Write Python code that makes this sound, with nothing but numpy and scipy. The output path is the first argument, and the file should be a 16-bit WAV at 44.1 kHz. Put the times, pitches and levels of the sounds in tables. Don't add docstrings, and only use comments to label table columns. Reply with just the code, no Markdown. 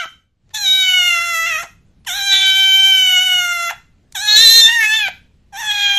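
import sys
import numpy as np
from scipy import signal
from scipy.io import wavfile
from scipy.ndimage import uniform_filter1d, minimum_filter1d

SR = 44100
rng = np.random.default_rng(int(sys.argv[2]) if len(sys.argv) > 2 else 0)


def store_pcm(level_fs):
    pcm = np.round(np.clip(level_fs, -1, 1) * 32767).astype(np.int16)
    wavfile.write(sys.argv[1], SR, np.atleast_2d(pcm).T)


def invert_db(level):
    return 10 ** (np.asarray(level, dtype=float) / 20)


N = 263718
LEAD = 13230


def evened(x):
    return x / np.sqrt(np.mean(abs(x) ** 2) + 1e-20)


def read(points, hz):
    f, value = np.transpose(points)
    return np.interp(np.log(hz + 1), np.log(f + 1), value)


def along(rows, t):
    s, *columns = np.transpose(rows)
    return [np.interp(t, s, c) for c in columns]


def drift(length, span):
    chance = uniform_filter1d(rng.standard_normal(length), int(span))
    return evened(uniform_filter1d(chance, int(span)))


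def patches(rows, t, rest_db, edge_db_per_s):
    start, end, db = np.transpose(rows)[:, :, None]
    outside_s = np.maximum(np.maximum(start - t, t - end), 0)
    return np.maximum((db - edge_db_per_s * outside_s).max(axis=0), rest_db)


# freq_hz, density_db [dB per Hz]
RUMBLE_SPECTRUM = [(25, -11.5), (55, 2.5), (110, -7.5), (190, -9.5), (300, -20), (500, -25), (1000, -34),
                   (3000, -36.5), (7000, -44), (15000, -63.5)]
# start_s, end_s, level_db
RUMBLE_SWELLS = [(.1, .15, -52), (.51, 6, -49), (1.45, 1.58, -45), (4.55, 4.66, -41), (5.1, 5.25, -46)]


def rumble(patchy_db=1.5, side_db=-18):
    frames, hz = N // 256 + 5, np.fft.rfftfreq(1024, 1 / SR)
    a, b, c, d, lumps = rng.standard_normal((frames, 513, 5)).T
    lumps = evened(uniform_filter1d(uniform_filter1d(lumps, size=6, axis=0), size=10, axis=1))
    mid, side = a + 1j * b, invert_db(side_db) * (c + 1j * d)
    z = np.array([mid + side, mid - side])
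    z = z * invert_db(read(RUMBLE_SPECTRUM, hz)[:, None] + patchy_db * lumps)
    air = evened(signal.istft(z, nperseg=1024, noverlap=768)[1][:, :N])
    level_db = patches(RUMBLE_SWELLS, np.arange(N) / SR, -62, 90) - 3.5
    return invert_db(level_db) * air


# time_s, effort_db, pitch_hz
EARLIER = [(-.3, -1, 814.2), (-.04, -7, 775.5)]
# time_s, pitch_hz
PITCH = [
    [(0.0, 730), (0.038, 648), (0.06, 643.4)],
    [(0.535, 867), (0.567, 880), (0.587, 834), (0.643, 795), (0.661, 752.7), (0.781, 762.3), (0.949, 734.6),
     (1.168, 685), (1.338, 680)],
    [(1.356, 658.6), (1.456, 663.6), (1.472, 697.4), (1.53, 636), (1.576, 621), (1.59, 676.5), (1.638, 701),
     (1.665, 652)],
    [(2.172, 821), (2.196, 790), (2.26, 794), (2.4, 771.5), (2.9, 774), (3.194, 729), (3.27, 742),
     (3.47, 701.4), (3.708, 682)],
    [(4.23, 839), (4.348, 850), (4.438, 920.6), (4.46, 896), (4.6, 920), (4.62, 897.5)],
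    [(4.676, 901.3), (4.738, 947), (4.824, 881), (4.834, 856), (4.856, 852), (4.962, 890), (5.038, 818.3),
     (5.066, 766), (5.1, 738.5)],
    [(5.599, 943), (5.631, 856), (5.68, 856), (5.7, 830), (5.752, 819), (5.968, 802.6)],
]
# start_s, settled_s, start_ratio, dip_ratio [of held pitch]
SCOOPS = [
    (2.062, 2.172, 1.32, .85),
    (4.146, 4.23, 1.15, .886),
    (5.525, 5.599, .9, .82),
]
DIP_AT, QUICK_FALL = .42, .77


def pitch(t):
    held = [(s, hz) for s, db, hz in EARLIER] + sum(PITCH, [])
    for start, settled, top, dip in SCOOPS:
        goal_hz, = along(held, settled)
        fall_s = DIP_AT * (settled - start)
        ratios = [(0, top), (fall_s / 2, top + QUICK_FALL * (dip - top)), (fall_s, dip)]
        held = sorted(held + [(start + s, ratio * goal_hz) for s, ratio in ratios])
    return along(held, t)[0]


# start_s, end_s, air_db [re tone]
HOARSE = [(0, .04, -15), (.645, .66, -12), (1.14, 1.32, -19), (.86, 1.0, -21), (1.475, 1.61, -10),
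          (2.08, 2.19, -6), (2.34, 2.44, -13), (3.05, 3.4, -19), (4.27, 4.4, -18), (4.66, 4.7, -15),
          (5.56, 5.66, -6), (5.7, 6, -14)]
CLEAR_DB, CREAK_DB, START_AIR_DB, SETTLE_DB_PER_S = -25, 10, -3, 130


def rasp(t):
    layers = [patches(HOARSE, t, CLEAR_DB, 250)]
    layers.append(patches([(shut, end, CREAK_DB) for start, shut, end, *rest in CALLS], t, CLEAR_DB, 1500))
    for start, *rest in CALLS:
        settling_db = START_AIR_DB - SETTLE_DB_PER_S * np.maximum(t - start, 0)
        layers.append(np.where(t > start - .05, settling_db, CLEAR_DB))
    return np.max(layers, axis=0)


# start_s, end_s, half_pitch_db [re main lines]
DOUBLING = [(.89, .92, -22), (2.33, 2.42, -3), (2.45, 2.64, -22), (2.7, 3.37, -27), (4.28, 4.61, -1),
            (4.69, 4.71, -16), (4.815, 4.855, -1), (4.94, 5.01, -9), (5.7, 6, -15)]


def folds(t, jitter=.0016, shimmer_db=.8):
    hz, half_db, rasp_db = pitch(t), patches(DOUBLING, t, -45, 550), rasp(t)
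    rough_jitter = jitter * (1 + 12 * np.minimum(invert_db(rasp_db), 1))
    wobble = rough_jitter * drift(len(t), 150) + .0041 * drift(len(t), 600)
    turn = np.exp(1j * np.pi * np.cumsum(hz * (1 + wobble)) / SR)
    clear = np.clip(1 - .6 * invert_db(rasp_db), 0, 1)
    unsteady_db = np.clip(-.4 * half_db, 1.5, 5)
    line, main, half = np.ones(len(t), complex), 0, 0
    for k in range(1, 23):
        delay = np.exp(.35j * k ** 2)
        line = line * turn
        half = half + min(k / 5, 1) ** 1.5 * (line * delay).real
        line = line * turn
        main = main + clear ** max(k - 5, 0) * (line * delay).real
    half_level = invert_db(half_db + unsteady_db * drift(len(t), 300))
    tone = (main + half_level * half) / np.sqrt(11)
    air = signal.lfilter([1, -1], [1, -.75], rng.standard_normal(len(t)))
    puffs = evened((1 + .6 * (turn ** 2).real) * air)
    return tone * invert_db(shimmer_db * drift(len(t), 150)) + invert_db(rasp_db) * puffs


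# time_s, effort_db, mouth_hz, mouth_db, throat_hz
TAIL_END = [(0.0, -20, 3000, 10, 1750), (0.024, -24.5, 3250, -9, 1450), (0.044, -24, 3060, -6, 1352)]
FIRST = [(0.547, -20, 3720, 28, 1950), (0.601, -21.5, 4136, 26, 1648), (0.673, -9, 3750, 25, 2160),
         (0.719, -5.5, 3800, 29, 2150), (0.811, -9.5, 3744, 19, 2200), (0.889, -9, 2970, 10, 2250),
         (1.087, -10, 2870, 11, 2070), (1.169, -13.5, 2710, 2, 1700), (1.405, -15.5, 2700, -10, 1750)]
WARBLE = [(1.47, -15, 2700, 4, 1900), (1.57, -15, 2650, 11, 1700), (1.627, -28, 2395, -15, 1450)]
LONG = [(2.072, -20, 3130, 13, 1800), (2.164, -19, 3810, 28, 1621), (2.248, -15.5, 3698, 21, 1950),
        (2.335, -7.5, 3740, 24, 1900), (2.46, -10.5, 3500, 18, 2500), (2.9, -6.5, 3060, 18, 2100),
        (3.37, -11, 3000, 16, 1850), (3.458, -15.5, 2890, 0, 1620), (3.7, -17, 2817, -15, 1680)]
SCREAM = [(4.154, -20.5, 3530, 20, 1750), (4.224, -19.5, 3950, 24, 1660), (4.27, -15, 4000, 22, 1690),
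          (4.29, -7, 3900, 33, 1700), (4.345, -7.5, 4260, 31, 1710), (4.375, -0.5, 3900, 33, 1750),
          (4.6, 1, 4030, 37, 1815), (4.63, -1, 3620, 37, 1810), (4.68, -5.5, 3560, 21, 1800)]
WAIL = [(4.71, -11.5, 2900, 3, 1780), (4.774, -10.5, 2000, 10, 1850), (4.832, -9.5, 2200, 14, 1800),
        (4.88, -10.5, 2650, 12, 1790), (4.97, -12, 3550, 13, 2000), (5.04, -13, 2710, 13, 2000),
        (5.084, -20, 2576, -7, 1900)]
LAST = [(5.535, -39, 3290, -6, 1700), (5.561, -28, 3550, 8, 1850), (5.639, -23.5, 3410, 3, 1720),
        (5.709, -12, 3410, 20, 1850), (5.739, -17, 3630, 14, 2000), (5.877, -9.5, 3400, 15, 2100),
        (5.957, -14, 3450, 14, 1963), (5.98, -10.5, 3170, 22, 1850)]
SILENT_DB = -46
TREBLE_DB, TREBLE_START_DB, TREBLE_START_S, TREBLE_FADE_S = -14.5, 4, .22, .2
TURN_S, TURN_LENGTH_S, TURNED_DB = 4.97, .1, -3.5


def tract(t):
    rows = TAIL_END + FIRST + WARBLE + LONG + SCREAM + WAIL + LAST
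    edges = [row[0] for row in CALLS[1:]] + [row[2] for row in CALLS[:-1]]
    rows = sorted(rows + [(s, SILENT_DB, *along(rows, s)[1:]) for s in edges])
    effort_db, mouth_hz, mouth_db, throat_hz = along(rows, t)
    push_db = np.clip(effort_db + 10, -14, 12)
    throat_db = 9 - 26 * (throat_hz - 1800) / 1000
    chest_points, fade_points = [], []
    for start, shut, end, chest, left_db in CALLS:
        chest_points += [(start, chest), (end, chest)]
        fade_points += [(start, TREBLE_START_DB), (start + TREBLE_START_S, 0)]
        fade_points += [(shut - TREBLE_FADE_S, 0), (shut - .04, left_db), (end, left_db)]
    chest_db, = along(chest_points, t)
    fade_db, = along(fade_points, t)
    bright_db = TREBLE_DB - .7 * push_db + 1.45 * np.maximum(push_db - 3, 0) + fade_db
    bright_db = bright_db + TURNED_DB * np.clip((t - TURN_S) / TURN_LENGTH_S, 0, 1)
    return effort_db, mouth_hz, mouth_db, throat_hz, throat_db, np.minimum(chest_db - effort_db, 6), bright_db


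# freq_hz, gain_db
HEAD = [(1000, 0), (2000, 2), (3500, 0), (4300, -5), (4900, -13), (5600, -10), (6500, -7), (8000, -16),
        (9800, -26), (11000, -14), (12700, -12), (13400, -28), (15400, -33)]


def throat(x, t0, mouth_width_hz=480, throat_width_hz=700, hiss_db=-13.5):
    hz, t, z = signal.stft(x, SR, nperseg=512, noverlap=384)
    effort_db, mouth_hz, mouth_db, throat_hz, throat_db, chest_db, bright_db = tract(t + t0)
    f = hz[:, None]
    shape = invert_db(read(HEAD, f))
    shape = shape * (1 + invert_db(mouth_db) / (1 + (2 * (f - mouth_hz) / mouth_width_hz) ** 2) ** 1.24)
    shape = shape * (1 + invert_db(throat_db) / (1 + (2 * (f - throat_hz) / throat_width_hz) ** 2))
    air = rng.standard_normal(z.shape) + 1j * rng.standard_normal(z.shape)
    hiss = invert_db(hiss_db) * (f > 5400) * air * np.sqrt(np.mean(abs(z) ** 2))
    z = (z + hiss) * shape
    z = z * np.minimum(f / 640, 1) ** 3.5
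    chest, treble = f < 1080, f > 5200
    lift_db = 0
    for band, db in [(chest, chest_db), (treble, bright_db), (~chest & ~treble, 0)]:
        band_db = 10 * np.log10(np.sum(abs(z * band) ** 2, axis=0) + 1e-12)
        lift_db = lift_db + band * (db - band_db)
    lift_db = uniform_filter1d(uniform_filter1d(lift_db, size=5, axis=1), size=5, axis=0)
    return evened(signal.istft(z * invert_db(lift_db), SR, nperseg=512, noverlap=384)[1][:len(x)])


# start_s, mouth_shut_s, end_s, chest_db, end_treble_db
CALLS = [
    (-1, .05, .06, -38, -11),
    (.535, 1.63, 1.665, -36, -1),
    (2.062, 3.705, 3.74, -33, -4),
    (4.146, 5.086, 5.1, -33, -7),
    (5.525, 6.1, 6.2, -30, 0),
]


def meows():
    t = (np.arange(N + LEAD) - LEAD) / SR
    before_db = along(EARLIER + [row[:3] for row in TAIL_END], t)[0]
    effort_db = np.where(t < 0, before_db, tract(t)[0])
    effort_db = effort_db + .7 * np.clip(-effort_db / 8, 0, 1) * drift(len(t), 1200)
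    level = invert_db(np.minimum(effort_db, -3))
    sounding = sum((t > start) & (t < end) for start, shut, end, *rest in CALLS)
    gate = uniform_filter1d(1. * (sounding > 0), size=200)
    return level * gate * throat(folds(t), t[0])


# start_s, peak_db [envelope tops out 11 dB lower], ring_hz, length_ms,
# noise_share [0-1]
SMACKS = [
    (.056, -27.5, 796, 3.8, 0.3),
    (.492, -57.5, 3376, 2.6, 1),
    (.503, -46.5, 1800, 14, 0.3),
    (1.632, -21, 800, 9, .2),
    (2.047, -48.5, 3500, 7.7, .8),
    (3.709, -8, 816, 3.9, 0),
    (4.123, -38, 6500, 2.5, 1),
    (5.084, -7, 766, 3.5, 0),
]


def smacks():
    out, t = np.zeros(N + LEAD), np.arange(2000) / SR
    for start_s, peak_db, ring_hz, length_ms, noise_share in SMACKS:
        noise = 1 + noise_share * 6.6 * drift(len(t), 5)
        envelope = (t * 680 / length_ms) * np.exp(1 - t * 2400 / length_ms)
        at = LEAD + round(start_s * SR)
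        out[at:at + len(t)] += invert_db(peak_db) * noise * np.sin(2 * np.pi * ring_hz * t) * envelope
    return out


# freq_hz, t60_s
ROOM = [(500, 0.12), (1320, 0.3), (3480, 0.32)]


def room(x):
    taps = np.zeros((2, SR // 2))
    at = np.arange(240, SR // 2 - 20, 20) + rng.integers(0, 20, (SR // 2 - 241) // 20)
    taps[0, at], taps[1, at] = rng.choice([-1., 1.], (2, len(at)))
    taps[1] = taps[0] + .1 * taps[1]
    hz, t, z = signal.stft(taps, SR, nperseg=256)
    f = hz[:, None]
    decay_db = -60 * t / read(ROOM, f) - .5 * f / 1000
    tail = signal.istft(z * invert_db(decay_db), SR, nperseg=256)[1]
    return signal.fftconvolve(x[None], tail / np.linalg.norm(tail[0]), axes=1)[:, :len(x)]


# freq_hz, side_db [re mid]
APART = [(300, -12), (700, -40), (2000, -33.5), (5000, -27), (7000, -14), (9000, -5.5), (13000, -3)]
TILT_DB = -.6


def spread(x):
    hz, t, z = signal.stft(x, SR, nperseg=512)
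    chance = rng.standard_normal(z.shape) + 1j * rng.standard_normal(z.shape)
    chance = evened(uniform_filter1d(uniform_filter1d(chance, size=8, axis=0), size=8, axis=1))
    side = chance * invert_db(read(APART, hz))[:, None]
    pair = np.array([z * (invert_db(TILT_DB / 2) + side), z * (invert_db(-TILT_DB / 2) - side)])
    return signal.istft(pair / np.sqrt(1 + abs(side) ** 2), SR, nperseg=512)[1][:, :len(x)]


def scene():
    kitten = meows() + smacks()
    return (spread(kitten) + invert_db(-13.5) * room(kitten))[:, LEAD:] + rumble()


def thinned(x, mask_db=-47, patchy_db=4, valley_db=-40):
    hz, t, z = signal.stft(x, SR, nperseg=1024, noverlap=768)
    f = hz[:, None]
    power = np.mean(abs(z) ** 2, axis=0) + 1e-14
    total = power.sum(0)
    band = np.minimum(np.arange(513) // 16, 31)
    block = np.arange(len(t)) // 8
    luck = rng.standard_normal((len(t) // 4 + 1, 32, 2))[block][:, band].T
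    band_db = 10 * np.log10(uniform_filter1d(power, size=16, axis=0)[16 * band + 8] / total)
    weak_band = (band_db + 5 * luck[0] < mask_db) & (f > 6900) & (f < 13100) & (total > 1e-4)
    re_peak_db = 10 * np.log10(power * minimum_filter1d(1 / power, size=41, axis=0))
    depth_db = np.where(f > 13100, -9, valley_db)
    valley = (re_peak_db + 7 * luck[1] < depth_db) & (f > 250)
    treble = np.clip((f - 4000) / 5000, 0, 1)
    keep = np.where(weak_band | valley, .03, invert_db(patchy_db * treble * luck[1]))
    return signal.istft(z * keep, SR, nperseg=1024, noverlap=768)[1][:, :N]


def top_cut(x):
    return signal.sosfilt(signal.butter(12, 15590, fs=SR, output="sos"), x)


def record(dry):
    squashed = dry ** 2 * np.minimum(abs(dry), 1)
    bend = signal.lfilter([1, -2, 1], [1, -1.94, .9409], squashed)
    bent = dry + .16 * bend
    limited = bent / (1 + abs(bent / 1.05) ** 8) ** (1 / 8)
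    edge = signal.firwin(255, 15600, fs=SR)
    mix = signal.oaconvolve(thinned(limited), edge[None], "same")
    return top_cut(np.clip(mix, -1, 1))


dry = scene()
out = record(dry)
store_pcm(out)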